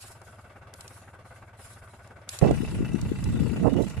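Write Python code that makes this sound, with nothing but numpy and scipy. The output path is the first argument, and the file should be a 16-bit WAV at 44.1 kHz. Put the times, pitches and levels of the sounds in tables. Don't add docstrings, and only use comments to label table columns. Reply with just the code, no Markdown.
import sys
import numpy as np
from scipy import signal
from scipy.fft import rfft, irfft
from scipy.io import wavfile
from scipy.ndimage import uniform_filter1d

SR = 44100
rng = np.random.default_rng(int(sys.argv[2]) if len(sys.argv) > 2 else 0)


def waveform_to_disk(signal):
    frames = np.transpose(np.atleast_2d(signal))
    scaled = np.clip(frames, -1, 1) * 32767
    samples = np.round(scaled).astype(np.int16)
    wavfile.write(sys.argv[1], SR, samples)


N = 176400
T, HZ = np.arange(N) / SR, np.fft.rfftfreq(N, 1 / SR)


def amp(db):
    return 10 ** (np.asarray(db) / 20)


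def unit(x):
    return x / np.sqrt(np.mean(x ** 2) + 1e-20)


def curve(rows, column=1):
    rows = np.array(rows)
    return np.interp(T, rows[:, 0], rows[:, column])


def spectrum(rows):
    hz, value = np.transpose(rows)
    return np.interp(np.log(HZ + 1), np.log(hz + 1), value)


def pan(db):
    return amp([[db / 2], [-db / 2]])


def wander(rate_hz):
    return unit(irfft(rfft(rng.standard_normal(N)) / (1 + (HZ / rate_hz) ** 4), N))


def noise(gain, coherence=0., ripple_db=0.):
    left, independent = rfft(rng.standard_normal((2, N)))
    right = coherence * left + np.sqrt(1 - coherence ** 2) * independent
    ripple = rng.standard_normal((2, len(HZ)))
    ripple = unit(uniform_filter1d(uniform_filter1d(ripple, 260), 260))
    resonances = amp(ripple_db * ripple * np.minimum(HZ / 2500, 1))
    return unit(irfft(np.array([left, right]) * gain * resonances, N))


def flicker(x, depth_db):
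    frames = signal.stft(x, nperseg=512)[2]
    field = rng.standard_normal(frames.shape[:0:-1]).T
    field = unit(uniform_filter1d(uniform_filter1d(field, size=3, axis=0), size=9, axis=1))
    return unit(signal.istft(frames * amp(depth_db * field))[1][:, :N])


def envelope(t, rise_s, hold_s, fall_db_per_s):
    return np.clip(t / rise_s, 0, 1) * amp(-fall_db_per_s * np.maximum(t - rise_s - hold_s, 0))


def add(mix, at, sound):
    part = mix[at:at + len(sound)]
    part += sound[:len(part)]


def firings(rate, first_cylinder_s):
    count = np.cumsum(curve(rate)) / SR
    count -= np.interp(first_cylinder_s, T, count)
    return [(at, int(round(count[at])) % 3) for at in np.flatnonzero(np.diff(np.floor(count)))]


def cyclic(x, fired, share=0.35):
    starts = np.array([0] + [at for at, cylinder in fired if cylinder == 0])
    age = np.arange(N) - starts[np.searchsorted(starts, np.arange(N), "right") - 1]
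    repeating = x[:, ::-1][:, age]
    return np.sqrt(1 - share) * x + np.sqrt(share) * repeating


# frequency in Hz, coherence of left and right from 0 to 1.
BLOCK_COHERENCE = [(60, 0.92), (600, 0.92), (1300, 0.64), (2800, 0.55), (6000, 0)]


def engine_block(fired, cylinders, colour, flicker_db, whirr_db, uneven_db, clatter_db):
    block = noise(amp(spectrum(colour)), spectrum(BLOCK_COHERENCE), ripple_db=3.5)
    block = flicker(block, flicker_db)
    low_power, treble_power = np.full((2, N), amp(whirr_db) ** 2)
    for at, cylinder in fired:
        db, rise, hold, fall, treble_db = cylinders[cylinder]
        knock = amp(db + uneven_db * rng.standard_normal()) * envelope(T[:SR // 10], rise, hold, fall)
        add(low_power, at, knock ** 2)
        add(treble_power, at, (amp(treble_db) * knock) ** 2)
    block = cyclic(block, fired)
    low = irfft(rfft(block) / (1 + (HZ / 1890) ** 10), N)
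    knocks = np.sqrt(low_power) * low + np.sqrt(treble_power) * (block - low)
    return unit(knocks * amp(clatter_db * wander(420)))


def exhaust(fired):
    centre_hz, glide_hz_per_s, width_s, delay_s = 102, 840, 0.014, 0.0071
    thumps, lead = np.zeros(N + SR), SR // 20
    t = T[:3 * lead] - lead / SR - delay_s
    cycles = centre_hz * t + glide_hz_per_s * t ** 2 / 2
    thump = -np.cos(2 * np.pi * cycles) * np.exp(-(t / width_s) ** 2 / 2)
    for at, _ in fired:
        add(thumps, at, amp(-46 + 1.1 * rng.standard_normal()) * thump)
    return thumps[lead:lead + N]


# time in seconds, firings per second.
IDLE_FIRING_RATE = [(0, 17.35), (1.1, 17.33), (1.3, 17.52), (2.3, 17.6)]
# relative level in dB, rise and hold in seconds, decay in dB per second,
# extra treble in dB.
IDLE_KNOCKS = [(3, 0.012, 0.001, 380, 0), (2.5, 0.011, 0.0036, 240, 0), (-0.5, 0.0057, 0.002, 200, 4.5)]
# frequency in Hz, relative spectral level of the block in dB.
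IDLE_SPECTRUM = [(25, -9), (60, 3.5), (170, 2), (270, -6), (400, -3), (465, -8), (520, 0), (720, 0),
                 (840, -4.5), (940, -1.5), (1030, -8), (1200, -1.5), (1510, -2), (1700, -10.5),
                 (2200, -12.5), (2450, -21), (2660, -13), (3000, -23.5), (5000, -30.5), (11000, -35),
                 (13000, -34)]


def idling_engine():
    fired = firings(IDLE_FIRING_RATE, first_cylinder_s=0.0327)
    thumps = exhaust(fired)
    knocks = engine_block(fired, IDLE_KNOCKS, IDLE_SPECTRUM,
                          flicker_db=2.3, whirr_db=-14, uneven_db=0.7, clatter_db=0.7)
    return pan(0.75) * thumps + amp(-52) * pan(1) * knocks


# start, rise and hold in seconds, level in dB, decay in dB per second, whistle gain.
CLOTH_STROKES = [(-.03, 0.053, 0.059, -50.5, 123, 0), (0.22, 0.055, .02, -58, 52, 0),
                 (0.744, 0.017, 0.19, -57, 78, 0.37), (1.232, 0.042, 0.06, -62, 62, 0),
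                 (1.567, 0.068, 0.057, -53, 86, 0.51), (1.84, 0.14, .03, -66, 48, 0.19),
                 (2.284, 0.033, 0.063, -40.5, 482, 0)]
# frequency in Hz, relative spectral level in dB.
CLOTH_SPECTRUM = [(300, -13), (1500, 9), (3000, 5), (4200, 5.5), (5200, 3), (7200, 8), (9700, 8.5),
                  (13000, 3)]


def jacket_rustle():
    whistle_hz, half_width_hz = 9720, 150
    cloth = flicker(noise(amp(spectrum(CLOTH_SPECTRUM)), ripple_db=3.5), depth_db=3.2)
    whistle = noise(1 / (1 + ((HZ - whistle_hz) / half_width_hz) ** 2))
    swishes = sum(amp(db) * envelope(T - start, rise, hold, fall) * (cloth + gain * whistle)
                  for start, rise, hold, db, fall, gain in CLOTH_STROKES)
    return swishes * amp(0.67 * wander(410) + 2.3 * wander(23))


# start in seconds, level in dB, rise in seconds.
CLOTH_SNAPS = [(0.2156, -50.5, 0.001), (0.7383, -38, 0.0003), (0.8073, -36.5, 0.0014), (.8775, -41, 0.0024),
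               (2.074, -53, 0.001), (2.2898, -26, 0.0018), (2.3885, -28.5, 0.0004), (2.511, -39, .001),
               (3.0138, -35.5, 0.0003), (3.2405, -35, 0.0004), (3.899, -41, 0.002)]
# frequency in Hz, relative spectral level in dB.
SNAP_SPECTRUM = [(1500, -16), (3000, -3), (4700, 3), (10000, -1), (13000, -8)]


def jacket_snaps():
    bursts = np.zeros(N)
    for start, db, rise in CLOTH_SNAPS:
        add(bursts, round(start * SR), amp(db) * envelope(T[:SR // 20], rise, 0, fall_db_per_s=3000))
    crackle = amp(1.5 * wander(1500))
    return bursts * crackle * flicker(noise(amp(spectrum(SNAP_SPECTRUM))), depth_db=2.5)


# time in seconds, firings per second.
WORK_FIRING_RATE = [(2.4, 29.35), (4, 29.45)]
# relative level in dB, rise and hold in seconds, decay in dB per second,
# extra treble in dB.
WORK_KNOCKS = [(6.5, 0.003, 0.009, 560, 0), (4, 0.0018, 0.008, 360, 3), (4.5, 0.008, 0.002, 420, -2)]
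# frequency in Hz, relative spectral level of the block in dB.
WORK_SPECTRUM = [(30, -14), (120, 5.5), (200, 18), (320, -5.5), (430, 6.5), (510, 5.5), (600, 0),
                 (1150, -2.5), (1490, 0), (1640, -7), (1950, -2), (2450, -8.5), (2900, -6), (3150, -19.5),
                 (3500, -18), (8000, -22), (13000, -55)]
# time in seconds, level in dB.
WORK_ENVELOPE = [(2.42, -34), (2.5, -37.5), (2.62, -41), (3.1, -44), (3.6, -42), (4, -43.5)]
# time in seconds, brief change of level in dB.
WORK_ACCENTS = [(2.752, 0.5), (2.856, 2.5), (2.96, -1), (3.57, 1.5)]


def working_engine():
    fired = firings(WORK_FIRING_RATE, first_cylinder_s=2.538)
    knocks = engine_block(fired, WORK_KNOCKS, WORK_SPECTRUM,
                          flicker_db=2.4, whirr_db=-10.5, uneven_db=0.8, clatter_db=1.3)
    accents_db = sum(db * np.exp(-((T - time) / 0.018) ** 2 / 2) for time, db in WORK_ACCENTS)
    return amp(curve(WORK_ENVELOPE) + accents_db) * pan(1.5) * (knocks + metal_ring(fired))


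# mode frequency in Hz, relative level in dB.
METAL_MODES = [(2665, -6.5), (2900, -17)]
# how hard one cylinder drives the part, in relative dB.
METAL_DRIVE_DB = [1.5, -2.5, -2.5]


def metal_ring(fired):
    t, stereo = T[:SR // 10], np.zeros((2, N))
    decay = envelope(t, rise_s=0.009, hold_s=0, fall_db_per_s=450)
    for at, cylinder in fired:
        for hz, db in METAL_MODES:
            gain = amp(db + METAL_DRIVE_DB[cylinder] + 2 * rng.standard_normal())
            pitch = hz * (1 + 0.006 * rng.standard_normal())
            for channel in stereo:
                add(channel, at, gain * decay * np.sin(2 * np.pi * (pitch * t + rng.random())))
    return stereo


# frequency in Hz, relative spectral level in dB.
HISS_SPECTRUM = [(1500, -22), (3500, 17), (5200, 9.5), (7500, 13.5), (13000, 8.5)]
# time in seconds, level in dB.
HISS_ENVELOPE = [(2.42, -50.5), (2.75, -50.5), (2.82, -56.5), (3.32, -52), (3.78, -54), (3.83, -50.5),
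                 (4, -55.5)]


def hiss():
    gain = amp(curve(HISS_ENVELOPE) + 2 * wander(70))
    treble = flicker(noise(amp(spectrum(HISS_SPECTRUM)), ripple_db=3.5), depth_db=4.5)
    return pan(-3) * gain * treble


# time in seconds, relative level in dB, nominal upper cutoff in Hz.
LEFT_GUSTS = [(2.41, -25, 200), (2.47, -23, 149), (2.54, -18.5, 138), (2.68, -32, 191), (2.83, -25, 246),
              (2.89, -30, 186), (2.95, -22, 248), (2.99, -29.5, 210), (3.05, -25.5, 209), (3.17, -33, 180),
              (3.3, -25.5, 200), (3.41, -21, 200), (3.52, -23.5, 283), (3.8, -38, 249), (4, -42, 150)]
RIGHT_GUSTS = [(2.41, -30, 344), (2.428, -9.5, 516), (2.47, -16.5, 530), (2.515, -20, 468),
               (2.55, -31.5, 170), (2.63, -35.5, 129), (2.8, -25.5, 125), (2.96, -37.5, 120),
               (3.06, -22.5, 119), (3.14, -34, 120), (3.28, -21, 127), (3.54, -38.5, 119), (3.62, -20, 318),
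               (3.68, -11, 640), (3.705, -23.5, 370), (3.74, -21.5, 337), (3.81, -15.5, 457),
               (3.87, -27, 164), (3.93, -35.5, 130), (3.98, -30.5, 125)]


def wind(gusts):
    low_cut_hz, octaves_per_db = 66, 0.16
    surge_db = wander(72)
    cutoff_hz = curve(gusts, column=2) * 2 ** (octaves_per_db * surge_db)
    white, rumble, power = rfft(rng.standard_normal(N)), 0, 1e-12
    for hz in 2 ** np.arange(4.5, 11.5, 0.5):
        octaves_off = abs(np.log2((HZ + 0.1) / hz))
        band = irfft(white * np.maximum(1 - 2 * octaves_off, 0), N)
        gain = np.exp(-(hz / cutoff_hz) ** 1.54) / (1 + (low_cut_hz / hz) ** 3.06)
        rumble += gain * band
        power += gain ** 2 * band.var()
    return amp(curve(gusts) + surge_db - 3) * rumble / np.sqrt(power)


# centre in seconds, envelope peak in dB, frequency in Hz, port (0 left, 1 right).
EDDY_PUFFS = [(2.426, -13, 69, 1), (2.511, -6.5, 530, 1), (2.607, -15, 250, 0), (2.636, -16, 325, 0),
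              (2.809, -11.5, 260, 0), (2.829, -15.5, 278, 0), (2.946, -10.5, 270, 0), (2.961, -14, 240, 0),
              (3.119, -10.5, 300, 0), (3.348, -13, 231, 0), (3.408, -10, 170, 0), (3.425, -12, 140, 0),
              (3.521, -15, 200, 0), (3.658, -12, 670, 1), (3.734, -8.5, 213, 1), (3.77, -12, 267, 1)]


def eddies():
    ports, half, width_cycles = np.zeros((2, N)), SR // 20, 0.47
    for centre, db, hz, port in EDDY_PUFFS:
        cycles = np.arange(-half, half) / SR * hz
        window = np.exp(-(cycles / width_cycles) ** 2 / 2)
        puff = window * np.sin(2 * np.pi * (cycles + rng.random()))
        add(ports[int(port)], round(centre * SR) - half, amp(db) * puff)
    return ports


def scene():
    change_s = 2.413
    later = np.clip((T - change_s) / 0.00024, 0, 1)
    buffeting = np.array([wind(LEFT_GUSTS), wind(RIGHT_GUSTS)]) + eddies()
    idling = idling_engine()
    winching = working_engine() + hiss() + buffeting
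    return (1 - later) * idling + later * winching + jacket_rustle() + jacket_snaps()


def record(dry):
    microphone_hz, limit_hz = 12000, 13200
    dulled = irfft(rfft(dry) / np.sqrt(1 + (HZ / microphone_hz) ** 20), N)
    band_limit = signal.firwin(511, limit_hz, window=("kaiser", 8), fs=SR)
    return signal.oaconvolve(dulled, band_limit[None], "same")


dry = scene()
out = record(dry)
waveform_to_disk(out)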